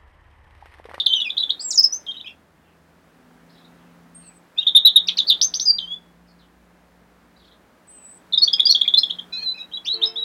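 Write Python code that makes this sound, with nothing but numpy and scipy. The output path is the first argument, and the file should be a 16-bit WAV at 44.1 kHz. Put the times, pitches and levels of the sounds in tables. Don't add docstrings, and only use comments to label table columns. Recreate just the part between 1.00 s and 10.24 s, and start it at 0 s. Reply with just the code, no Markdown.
import sys
import numpy as np
from scipy import signal
from scipy.fft import rfft, irfft
from scipy.io import wavfile

SR = 44100
rng = np.random.default_rng(int(sys.argv[2]) if len(sys.argv) > 2 else 0)


def transcribe(signal):
    frames = np.atleast_2d(signal).T
    limited = np.clip(frames, -1, 1)
    pcm = np.round(limited * 32767).astype(np.int16)
    wavfile.write(sys.argv[1], SR, pcm)


N = 407484
TIME = np.arange(N) / SR
TOP_HZ = 16000

# overtone pitch in Hz, level against the note in dB.
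THROAT_LEVELS = [(5000, -17.5), (6300, -32), (7400, -43), (10000, -44.5), (12500, -46), (16000, -53.5)]
# start in seconds, time to the
# peak in seconds, pitch in Hz, pitch at the peak in Hz, peak level in dB.
FLICK_NOTES = [(0.125, 0.014, 3350, 3717, -5), (.294, .012, 3307, 3686, -13),
               (.367, 0.015, 3283, 3900, -7.5), (.426, 0.013, 3510, 3607, -8.5),
               (.493, 0.014, 3234, 3860, -6), (1.195, 0.018, 3090, 3670, -25.5),
               (3.617, 0.014, 3112, 3388, -19.5), (8.096, 0.014, 3200, 3610, -11),
               (8.713, .013, 3170, 3300, -30)]
# start in seconds, length in seconds,
# pitch near the lowest point in Hz, middle level in dB, swell in dB (below zero it sags).
SCOOP_NOTES = [(7.331, 0.019, 3593, -11.5, 6.5), (7.475, 0.013, 3345, -11, 8),
               (7.535, 0.016, 3312, -12, -14), (7.595, 0.013, 3370, -5.5, 8.5),
               (7.666, 0.012, 3360, -14.5, -5), (7.747, 0.018, 3306, -9, -3.5),
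               (7.811, 0.01, 3330, -6.5, 19), (7.877, 0.015, 3370, -9.5, -10.5),
               (7.937, 0.013, 3450, -5.5, 3), (8.032, 0.013, 3350, -10.5, -8.5),
               (8.185, 0.015, 3210, -24, 8)]
# start in seconds, length in seconds,
# landing pitch in Hz, middle level in dB, swell in dB.
STROKE_NOTES = [(.06, .011, 3450, -7.5, 20), (.754, .011, 5380, -18.5, 0.5), (.774, .01, 4900, -8, 13),
                (.828, 0.014, 4930, -16, 16), (1.064, .007, 3180, -31, 17), (4.084, 0.0061, 3476, -7, 6),
                (4.092, 0.0035, 3110, -6, -19), (4.17, .008, 4150, -18.5, 13),
                (4.183, .011, 3700, -11.5, 24), (4.197, 0.012, 3370, -13, 16),
                (4.783, .011, 3230, -16.5, 5)]
# start in seconds, head in seconds,
# tail in seconds, first pitch in Hz, pitch at the break in Hz, last pitch in Hz, peak level in dB,
# swell of the head in dB.
BARK_NOTES = [(0, 0.0015, 0.025, 3850, 3794, 3540, -10, 6), (.783, .018, 0.0086, 5000, 5290, 4940, -2.5, 7),
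              (0.839, 0.012, 0.0077, 5170, 5250, 4830, -2.5, 4.5),
              (3.666, 0.011, 0.024, 3327, 3770, 3546, -5, 11),
              (3.748, 0.022, 0.022, 3455, 3810, 3550, 1, 11), (3.848, .019, 0.032, 3837, 4022, 3470, 0, 6),
              (3.958, 0.014, .015, 3716, 3804, 3360, 0, 0.5),
              (4.298, 0.006, 0.033, 3910, 3734, 3425, -2, 3.5)]
# start in seconds, length in seconds, level of the leap in dB.
WHIP_NOTES = [(4.412, 0.058, -6.5), (4.538, 0.04, -14.5), (4.596, 0.059, -15)]
# start in seconds, length of the low
# note in seconds, low pitch in Hz, its peak level in dB, high pitch in Hz, its peak level in dB.
CHORD_NOTES = [(7.374, 0.015, 3733, -6.5, 5070, -18), (7.416, 0.035, 4450, -6.5, 5760, -26),
               (7.692, 0.026, 4395, -4.5, 5730, -16), (7.972, 0.024, 4233, -6.5, 5236, -16)]
# start in seconds, length in seconds,
# first pitch in Hz, last pitch in Hz, middle level in dB, swell in dB, rasp from 0 to 1.
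SLUR_NOTES = [(0.065, 0.097, 3198, 3080, -20, -12.5, 0.1), (.138, 0.081, 3390, 2900, -21, -7, 0.23),
              (0.157, 0.0256, 6320, 5940, -35.5, -2.5, 0.06), (.2, .011, 3620, 3800, -20, 3, .5),
              (.214, .018, 3760, 3250, -18, -3, .7), (0.242, 0.043, 3000, 2417, -24.5, 6, 0.02),
              (.385, .029, 3755, 3954, -18, 11.5, 0.51), (.593, 0.042, 4300, 5046, -30, -5.5, 0.6),
              (0.692, 0.037, 8530, 7630, -37.5, 22, 1), (0.704, .016, 7300, 5300, -19.5, -6.5, 0.9),
              (0.717, .02, 5340, 3780, -29.5, 0.5, .6), (0.731, .024, 6430, 7100, -24.5, -2.5, 0.2),
              (.922, 0.059, 5700, 6310, -25, -15, 0.06), (1.069, .014, 3110, 3220, -32.5, -7, .4),
              (1.082, .031, 3240, 3190, -25, -8, .05), (1.109, .015, 3680, 3680, -29.5, 9, .6),
              (1.14, .032, 3220, 3130, -36.5, -3, .5), (1.166, .021, 3650, 3880, -32.5, -4, .2),
              (1.243, .021, 2580, 2450, -38.5, -6, .2), (1.258, .027, 2990, 3350, -33, 6, .7),
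              (1.266, .04, 2616, 2720, -40, 0, .6), (1.304, .011, 2760, 2420, -42, -4, .2),
              (3.562, 0.08, 2420, 2900, -40.5, 10, 0.42), (3.574, .016, 3200, 3650, -22, 19.5, .03),
              (3.585, .017, 3600, 3800, -13.5, -4.5, .05), (4.07, 0.027, 4550, 6030, -31.5, -15, 1),
              (4.076, 0.043, 2690, 2580, -35, -10.5, 1), (4.176, 0.021, 4200, 6900, -32, -19.5, 0.7),
              (4.176, 0.019, 1860, 3480, -31, 18.5, 1), (4.267, .026, 4220, 4550, -20, 14, .6),
              (4.277, .035, 5010, 4400, -27.5, -3.5, .9), (4.288, .016, 4435, 3950, -14.5, 7, .6),
              (4.653, 0.062, 5115, 4698, -12, 10, 0.22), (4.717, 0.076, 4683, 4746, -29.5, -20, 0),
              (7.323, 0.0074, 3340, 4200, -21.5, 4, 0.1), (7.53, 0.011, 4730, 5120, -11, -1.5, 0.05),
              (7.581, 0.017, 2380, 2560, -39, 19.5, 1), (7.653, .025, 4540, 4960, -10, -4, .11),
              (7.71, .02, 4250, 4350, -17, 25, 0.83), (7.849, 0.017, 2470, 2360, -36, 3.5, 1),
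              (8.566, 0.058, 4040, 3860, -37.5, 32.5, .07), (8.734, 0.035, 3790, 3925, -26, -10, .07),
              (8.771, 0.017, 3410, 3330, -26.5, -12.5, 0.1), (8.846, 0.03, 3840, 6230, -34.5, -2, .6),
              (8.852, 0.042, 2404, 3730, -25.5, 25.5, 0.8), (9.014, 0.033, 2895, 3898, -14, 21, 0.47),
              (9.055, 0.045, 5110, 5240, -26, -14.5, 0.12)]
# time in seconds, pitch in Hz, level in dB before the shared boost.
HIGH_ARCH_CURVE = [(0.603, 7400, -42), (0.617, 7570, -35), (0.629, 8160, -38.5), (0.639, 7750, -37.5),
                   (0.649, 7580, -27.5), (0.681, 7560, -27), (0.7, 7020, -34)]
LEAD_IN_CURVES = [
    [(3.14, 8490, -58), (3.15, 8530, -43.5), (3.24, 8530, -58.5), (3.292, 7940, -44), (3.31, 8230, -72),
     (3.39, 8030, -52)],
    [(6.865, 8030, -52), (6.941, 8180, -48.5), (7.045, 7880, -50.5), (7.057, 7880, -42.5),
     (7.167, 8100, -51), (7.195, 7840, -51.5)],
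]
CLOSING_DIP_CURVE = [(4.795, 3220, -27), (4.85, 3070, -38.5), (4.896, 3295, -38.5), (4.921, 3346, -25.5),
                     (4.956, 3480, -30.5)]
UPPER_VOICE_CURVES = [
    [(8.32, 4020, -30), (8.338, 3990, -25), (8.354, 3960, -29.5), (8.404, 4300, -31), (8.454, 4140, -32),
     (8.472, 3964, -20), (8.535, 4060, -23)],
    [(8.885, 3810, -25.5), (8.927, 4000, -20.5), (8.937, 4385, -27), (8.943, 4330, -20.5),
     (8.953, 3830, -30), (8.967, 4135, -25.5), (8.97, 4030, -23)],
]
LOWER_VOICE_CURVES = [
    [(8.322, 2475, -36.5), (8.364, 2557, -42.5), (8.398, 2434, -51.5), (8.428, 2490, -42),
     (8.45, 2550, -49)],
    [(8.54, 2440, -40.5), (8.57, 2670, -49.5), (8.582, 2473, -38.5), (8.624, 2597, -50.5),
     (8.635, 2640, -32)],
]
LAST_RISE_CURVE = [(9.155, 3224, -26.5), (9.181, 3918, -26), (9.211, 3874, -27.5), (9.24, 3810, -20)]
# delay in seconds, level in dB.
NEAR_REFLECTIONS = [(.0017, -20), (.0046, -13), (.0093, -14.5)]
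# start in seconds, length in seconds,
# first pitch in Hz, last pitch in Hz, level in dB before trim and echoes.
FAR_CALLS = [(1.621, .14, 3400, 2520, -63), (2.751, 0.17, 4340, 2490, -64), (3.19, 0.17, 3300, 2390, -58),
             (3.21, .08, 4700, 4330, -59), (5.265, 0.064, 5290, 4500, -58),
             (5.377, 0.07, 5500, 2890, -55.5), (6.899, .19, 3470, 2430, -61)]
# start in seconds, level in dB before trim and echoes.
FAR_SONG_STARTS = [(2.492, -51.5), (6.361, -51)]
# delay in seconds, first pitch in Hz, last pitch in Hz,
# level against the song in dB.
FAR_SONG_NOTES = [(0, 3770, 4900, -2), (.03, 5100, 4100, -4), (.055, 4260, 3280, -2.5),
                  (0.079, 3210, 4200, 0.5), (.112, 4300, 3300, -1), (0.147, 3280, 4180, 3)]
# pitch in Hz, then the levels of the first
# seven harmonics in dB before the fading.
HORN_TONES = [(346, -56, -57, -62.5, -70.5, -71.5, -67, -70), (448, -49, -63, -67.5, -72, -66, -62, -57)]
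# time in seconds, change in level in dB.
HORN_FADER = [(8.9, -49), (8.94, -1.5), (9.0, 7), (9.07, 4), (9.12, -0.5), (9.24, -4.5)]
# time in seconds, pitch of its strongest line in Hz, level in dB before trim.
ENGINE_COURSE = [(0, 156, -75.5), (1.85, 164, -64), (2.1, 166.4, -60), (3.1, 172.8, -54), (3.6, 171, -69),
                 (4.1, 178.5, -57.5), (5.1, 173.6, -58), (6.9, 179.9, -68), (7.35, 180.5, -58),
                 (7.75, 180.6, -64), (8.15, 177.6, -54.5), (9.2, 181.7, -67)]
# multiple of the firing rate, level in dB.
ENGINE_HARMONICS = [(1, -14.5), (3, 1), (4, -10.5), (5, -9.5)]
# start in seconds, length in seconds, pitch in Hz, level in dB.
HUM_TONES = [(1.054, 1.09, 79.4, -65.5), (2.001, 1.43, 249, -61.5), (4.6, 2.25, 58.07, -66)]
# frequency in Hz, relative level per Hz in dB.
TRAFFIC_COLOUR = [(22, -32.5), (60, -10.5), (110, -15), (230, -9.5), (380, -14.5), (650, -15.5),
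                  (1400, -19.5), (1700, -20), (2700, -28.5), (6200, -37), (16000, -42)]
# time in seconds, level in dB.
BACKGROUND_COURSE = [(0, -56.5), (.9, -56), (1.5, -63), (2.7, -58), (3.4, -60), (4.3, -53.5), (5.2, -62),
                     (7.1, -60), (7.6, -53.5), (9.2, -59)]


def undb(db):
    return 10 ** (np.asarray(db) / 20)


def unit(x):
    return x / np.sqrt(np.mean(x ** 2))


def curves(rows):
    s, *columns = np.transpose(rows)
    return [np.interp(TIME, s, column) for column in columns]


def band(x, lo_hz, hi_hz, order=2):
    limits = [lo_hz, min(hi_hz, SR / 2 - 100)]
    return signal.sosfilt(signal.butter(order, limits, "band", fs=SR, output="sos"), x)


def wander(rate_hz):
    hz = np.arange(N // 2 + 1) * SR / N
    spectrum = rfft(rng.standard_normal(N))
    return unit(irfft(spectrum * np.exp(-(hz / rate_hz) ** 2), N))


def turns(hz):
    return 2 * np.pi * np.cumsum(hz) / SR


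def add(out, start_s, sound):
    i = max(int(start_s * SR), 0)
    out[i:i + len(sound)] += sound[:max(N - i, 0)]


def progress(length_s):
    return np.linspace(0, 1, max(int(length_s * SR), 2))


def ease(length_s, from_hz, to_hz, time_constants=2.3):
    share = np.expm1(-time_constants * progress(length_s)) / np.expm1(-time_constants)
    return from_hz + (to_hz - from_hz) * share


def glide(length_s, pitch_hz, shape):
    bend = np.polyfit([0, .5, 1], shape, 2)
    return pitch_hz * np.polyval(bend, progress(length_s))


def swell(length_s, db, swell_db):
    return db + swell_db * (progress(length_s) - .5)


def robin(ramp_s=0.0023, ramp_share=0.063, waver=0.0028, rasp_pitch=.045, rasp_db=2.0, hiss_db=-34,
          octave_db=-37, gape_hz=(4915, 5600), beat_hz=290, beat_spread=0.22, strand_db=-6):
    out = np.zeros(N)
    drift, shake, flutter = wander(150), wander(440), wander(240)
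    air = unit(band(rng.standard_normal(N), 2500, TOP_HZ))
    beat = turns(beat_hz * (1 + beat_spread * wander(60)))
    throat_hz, throat_db = np.transpose(THROAT_LEVELS)
    for start, hz, db, rasp in [*chips(), *barks(), *whips(), *chords(), *slurs(), *whistles()]:
        u = np.linspace(0, 1, len(hz))
        at = np.minimum(max(int(start * SR), 0) + np.arange(len(u)), N - 1)
        hz = hz * (1 + waver * drift[at] + rasp * rasp_pitch * shake[at])
        phase = turns(hz)
        ramp = min(ramp_s * SR / len(u) + ramp_share, .5)
        valve = np.sin(np.pi / 2 * np.minimum(np.minimum(u, 1 - u) / ramp, 1)) ** 2
        pressure = undb(db + rasp * rasp_db * flutter[at])
        overtones = 0
        for k in range(2, 5):
            if k * np.median(hz) < SR / 2:
                overtones = overtones + undb(np.interp(k * hz, throat_hz, throat_db)) * np.sin(k * phase)
        gape = np.interp(hz, gape_hz, [0, 1])
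        overtones = overtones + undb(octave_db) * gape * np.sin(2 * phase)
        strand = undb(strand_db) * np.sin(phase - beat[at])
        harshness = rasp ** 2 * (strand + undb(hiss_db) * air[at])
        add(out, start, valve * pressure * (np.sin(phase) + overtones + harshness))
    return out


def chips(foot_db=13.5, peak_s=0.0026, hook_s=.004, overshoot_s=0.0033, flick_rasp=0.55):
    for start, rise, hz, peak_hz, db in FLICK_NOTES:
        length = rise + overshoot_s
        t = length * progress(length) - rise
        hook = np.exp(t / hook_s)
        peak = 1 / (1 + (t / peak_s) ** 2)
        yield start, hz + (peak_hz - hz) * hook, db - foot_db * (1 - peak), flick_rasp
    scoops = SCOOP_NOTES, (1.1, 0.99, 1.19), 0.087
    strokes = STROKE_NOTES, (1.437, 1.1, 1), 0.38
    for rows, shape, rasp in (scoops, strokes):
        for start, length, hz, db, swell_db in rows:
            yield start, glide(length, hz, shape), swell(length, db, swell_db), rasp


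def barks(overlap_s=.002, head_rasp=0.12, tail_db=(-1.5, -16), tail_rasp=0.69):
    for start, head, tail, first_hz, top_hz, last_hz, db, swell_db in BARK_NOTES:
        u = progress(head)
        yield start, first_hz + (top_hz - first_hz) * u, db - swell_db * (1 - u) ** 2, head_rasp
        tail_level_db = db + np.interp(progress(tail), [0, 1], tail_db)
        yield start + head - overlap_s, ease(tail, top_hz, last_hz), tail_level_db, tail_rasp


def whips(low_hz=2900, high_hz=6300, fall_back_hz=5200, leap_s=0.0082, leap_rasp=0.91,
          settle_s=0.0083, hold_db=-4, fade_db=7, hold_rasp=0.04):
    for start, length, db in WHIP_NOTES:
        yield start, np.interp(progress(leap_s), [0, 1], [low_hz, high_hz]), db, leap_rasp
        hold_s = length - leap_s
        u = progress(hold_s)
        to_go = np.exp(-u * hold_s / settle_s)
        hz = high_hz + (fall_back_hz - high_hz) * to_go
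        yield start + leap_s, hz, db + hold_db - fade_db * u, hold_rasp


def chords(arch_db=7, join_share=0.38, high_share=0.82, shape=(1, 0.98, 1.05), rasp=0.19):
    for start, length, low_hz, low_db, high_hz, high_db in CHORD_NOTES:
        low = start, length, low_hz, low_db
        high = start + join_share * length, high_share * length, high_hz, high_db
        for at, span, hz, db in (low, high):
            arch = arch_db * (2 * progress(span) - 1) ** 2
            yield at, glide(span, hz, shape), db - arch, rasp


def slurs():
    for start, length, from_hz, to_hz, db, swell_db, rasp in SLUR_NOTES:
        yield start, ease(length, from_hz, to_hz), swell(length, db, swell_db), rasp


def whistles(boost_db=3.5, rasp=0.084, fray_rasp=.35):
    clean = [HIGH_ARCH_CURVE, CLOSING_DIP_CURVE, *UPPER_VOICE_CURVES, *LOWER_VOICE_CURVES, LAST_RISE_CURVE]
    for notes, fray in (clean, 0), (LEAD_IN_CURVES, fray_rasp):
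        for rows in notes:
            s, hz, db = np.transpose(rows)
            length = s[-1] - s[0]
            u = progress(length)
            t = s[0] + length * u
            yield s[0], np.interp(t, s, hz), np.interp(t, s, db) + boost_db, rasp + fray * u ** 4


def couple(voice, difference_db=-15, sum_db=-19, sideband_db=-9, upper_db=-17):
    low = signal.hilbert(band(voice, 2200, 2750, order=6))
    high = signal.hilbert(band(voice, 3800, 4500, order=6))
    both = np.minimum(np.abs(low), np.abs(high))
    a, b = np.angle(low), np.angle(high)
    tones = undb(difference_db) * np.cos(b - a) + undb(sum_db) * np.cos(b + a)
    tones = tones + undb(sideband_db) * np.cos(3 * a - b) + undb(upper_db) * np.cos(2 * b - a)
    return voice + band(both * tones, 1400, 7000, order=4)


def yard(x, gap_s=0.0055, top_hz=7500, grain=2):
    t = TIME[:SR // 2]
    response = np.zeros(len(t))
    response[0] = 1
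    for delay_s, db in NEAR_REFLECTIONS:
        add(response, delay_s, undb([db]))
    # seconds to fall by 60 dB, and a level in dB that the scaling below cuts by 3
    for t60, db in (0.14, -10), (0.43, -26):
        echoes = rng.standard_normal(len(t)) * rng.exponential(size=len(t)) ** grain
        decay = np.exp(-np.log(1000) * t / t60)
        tail = band(echoes * decay * (t > gap_s), 1000, top_hz)
        response = response + undb(db) * tail / np.sqrt(2 * np.sum(tail ** 2))
    return signal.fftconvolve(x, response)[:N]


def far_bird(t60=0.19, trim_db=-2, direct_db=-5, blur_db=-1, quaver=0.071,
             note_s=0.0196, held_s=.15, held_hz=4960, held_db=-15):
    out, shake = np.zeros(N), wander(200)
    notes = [(start, ease(length, from_hz, to_hz), db) for start, length, from_hz, to_hz, db in FAR_CALLS]
    for start, db in FAR_SONG_STARTS:
        for delay, from_hz, to_hz, note_db in FAR_SONG_NOTES:
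            hz = from_hz + (to_hz - from_hz) * progress(note_s)
            notes.append((start + delay, hz, db + note_db))
        notes.append((start, np.full(int(held_s * SR), held_hz), db + held_db))
    for at, hz, db in notes:
        hz = hz * (1 + quaver * shake[int(at * SR):][:len(hz)])
        add(out, at, undb(db + trim_db) * signal.windows.tukey(len(hz)) * np.sin(turns(hz)))
    t = TIME[:SR // 2]
    blur = rng.standard_normal(len(t)) * np.exp(-np.log(1000) * t / t60)
    blurred = signal.fftconvolve(out, blur / np.sqrt(np.sum(blur ** 2)))[:N]
    return undb(direct_db) * out + undb(blur_db) * blurred


def horn(waver=.009, fading_db=3, blare_hz=(900, 1500), blare_db=-61):
    db, = curves(HORN_FADER)
    out = undb(blare_db) * unit(band(rng.standard_normal(N), *blare_hz))
    for hz, *harmonics in HORN_TONES:
        phase = turns(hz * (1 + waver * wander(28)))
        for k, harmonic_db in enumerate(harmonics, 1):
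            out = out + np.sin(k * phase) * undb(harmonic_db + fading_db * wander(27))
    return np.sqrt(2) * out * undb(db)


def engine(trim_db=-1, waver=.008, throb_db=2):
    hz, db = curves(ENGINE_COURSE)
    strongest = ENGINE_HARMONICS[1][0]
    firing_phase = turns(hz * (1 + waver * wander(12))) / strongest
    out = 0
    for k, line_db in ENGINE_HARMONICS:
        level = undb(db + line_db + trim_db + throb_db * wander(5.4))
        out = out + np.sin(round(k) * firing_phase) * level
    return np.sqrt(2) * out


def hums(fade_s=.2, waver=0.012, throb_db=2):
    out = 0
    for start, length, hz, db in HUM_TONES:
        gate = np.clip(np.minimum(TIME - start, start + length - TIME) / fade_s, 0, 1)
        level = undb(db + throb_db * wander(6.3))
        out = out + gate * level * np.sin(turns(hz * (1 + waver * wander(9))))
    return np.sqrt(2) * out


def traffic(bass_follow=0.0993, treble_follow=1.0):
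    hz, db = np.transpose(TRAFFIC_COLOUR)
    bins = np.maximum(np.arange(N // 2 + 1) * SR / N, 1)
    colour = undb(np.interp(np.log(bins), np.log(hz), db))
    wash = irfft(rfft(rng.standard_normal(N)) * colour, N)
    spectrum = rfft(wash / np.std(band(wash, 480, 1350)))
    level_db, = curves(BACKGROUND_COURSE)
    calm_db = np.min(level_db)
    bass = 1 / (1 + (bins / 220) ** 4)
    treble = 1 / (1 + (2800 / bins) ** 4)
    out = 0
    for share, follow in (bass, bass_follow), (1 - bass - treble, 1), (treble, treble_follow):
        out = out + irfft(spectrum * share, N) * undb(calm_db + follow * (level_db - calm_db))
    return out


def scene():
    song = yard(couple(robin()))
    return (song + far_bird() + horn() + engine() + hums() + traffic())[None]


def record(dry, overload=0.74):
    fine = signal.resample_poly(dry, 2, 1, axis=1)
    fine = fine / (1 + (fine / overload) ** 8) ** (1 / 8)
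    flat = signal.resample_poly(fine, 1, 2, axis=1)
    return signal.sosfiltfilt(signal.ellip(8, .1, 50, TOP_HZ, fs=SR, output="sos"), flat)


dry = scene()
out = record(dry)
transcribe(out)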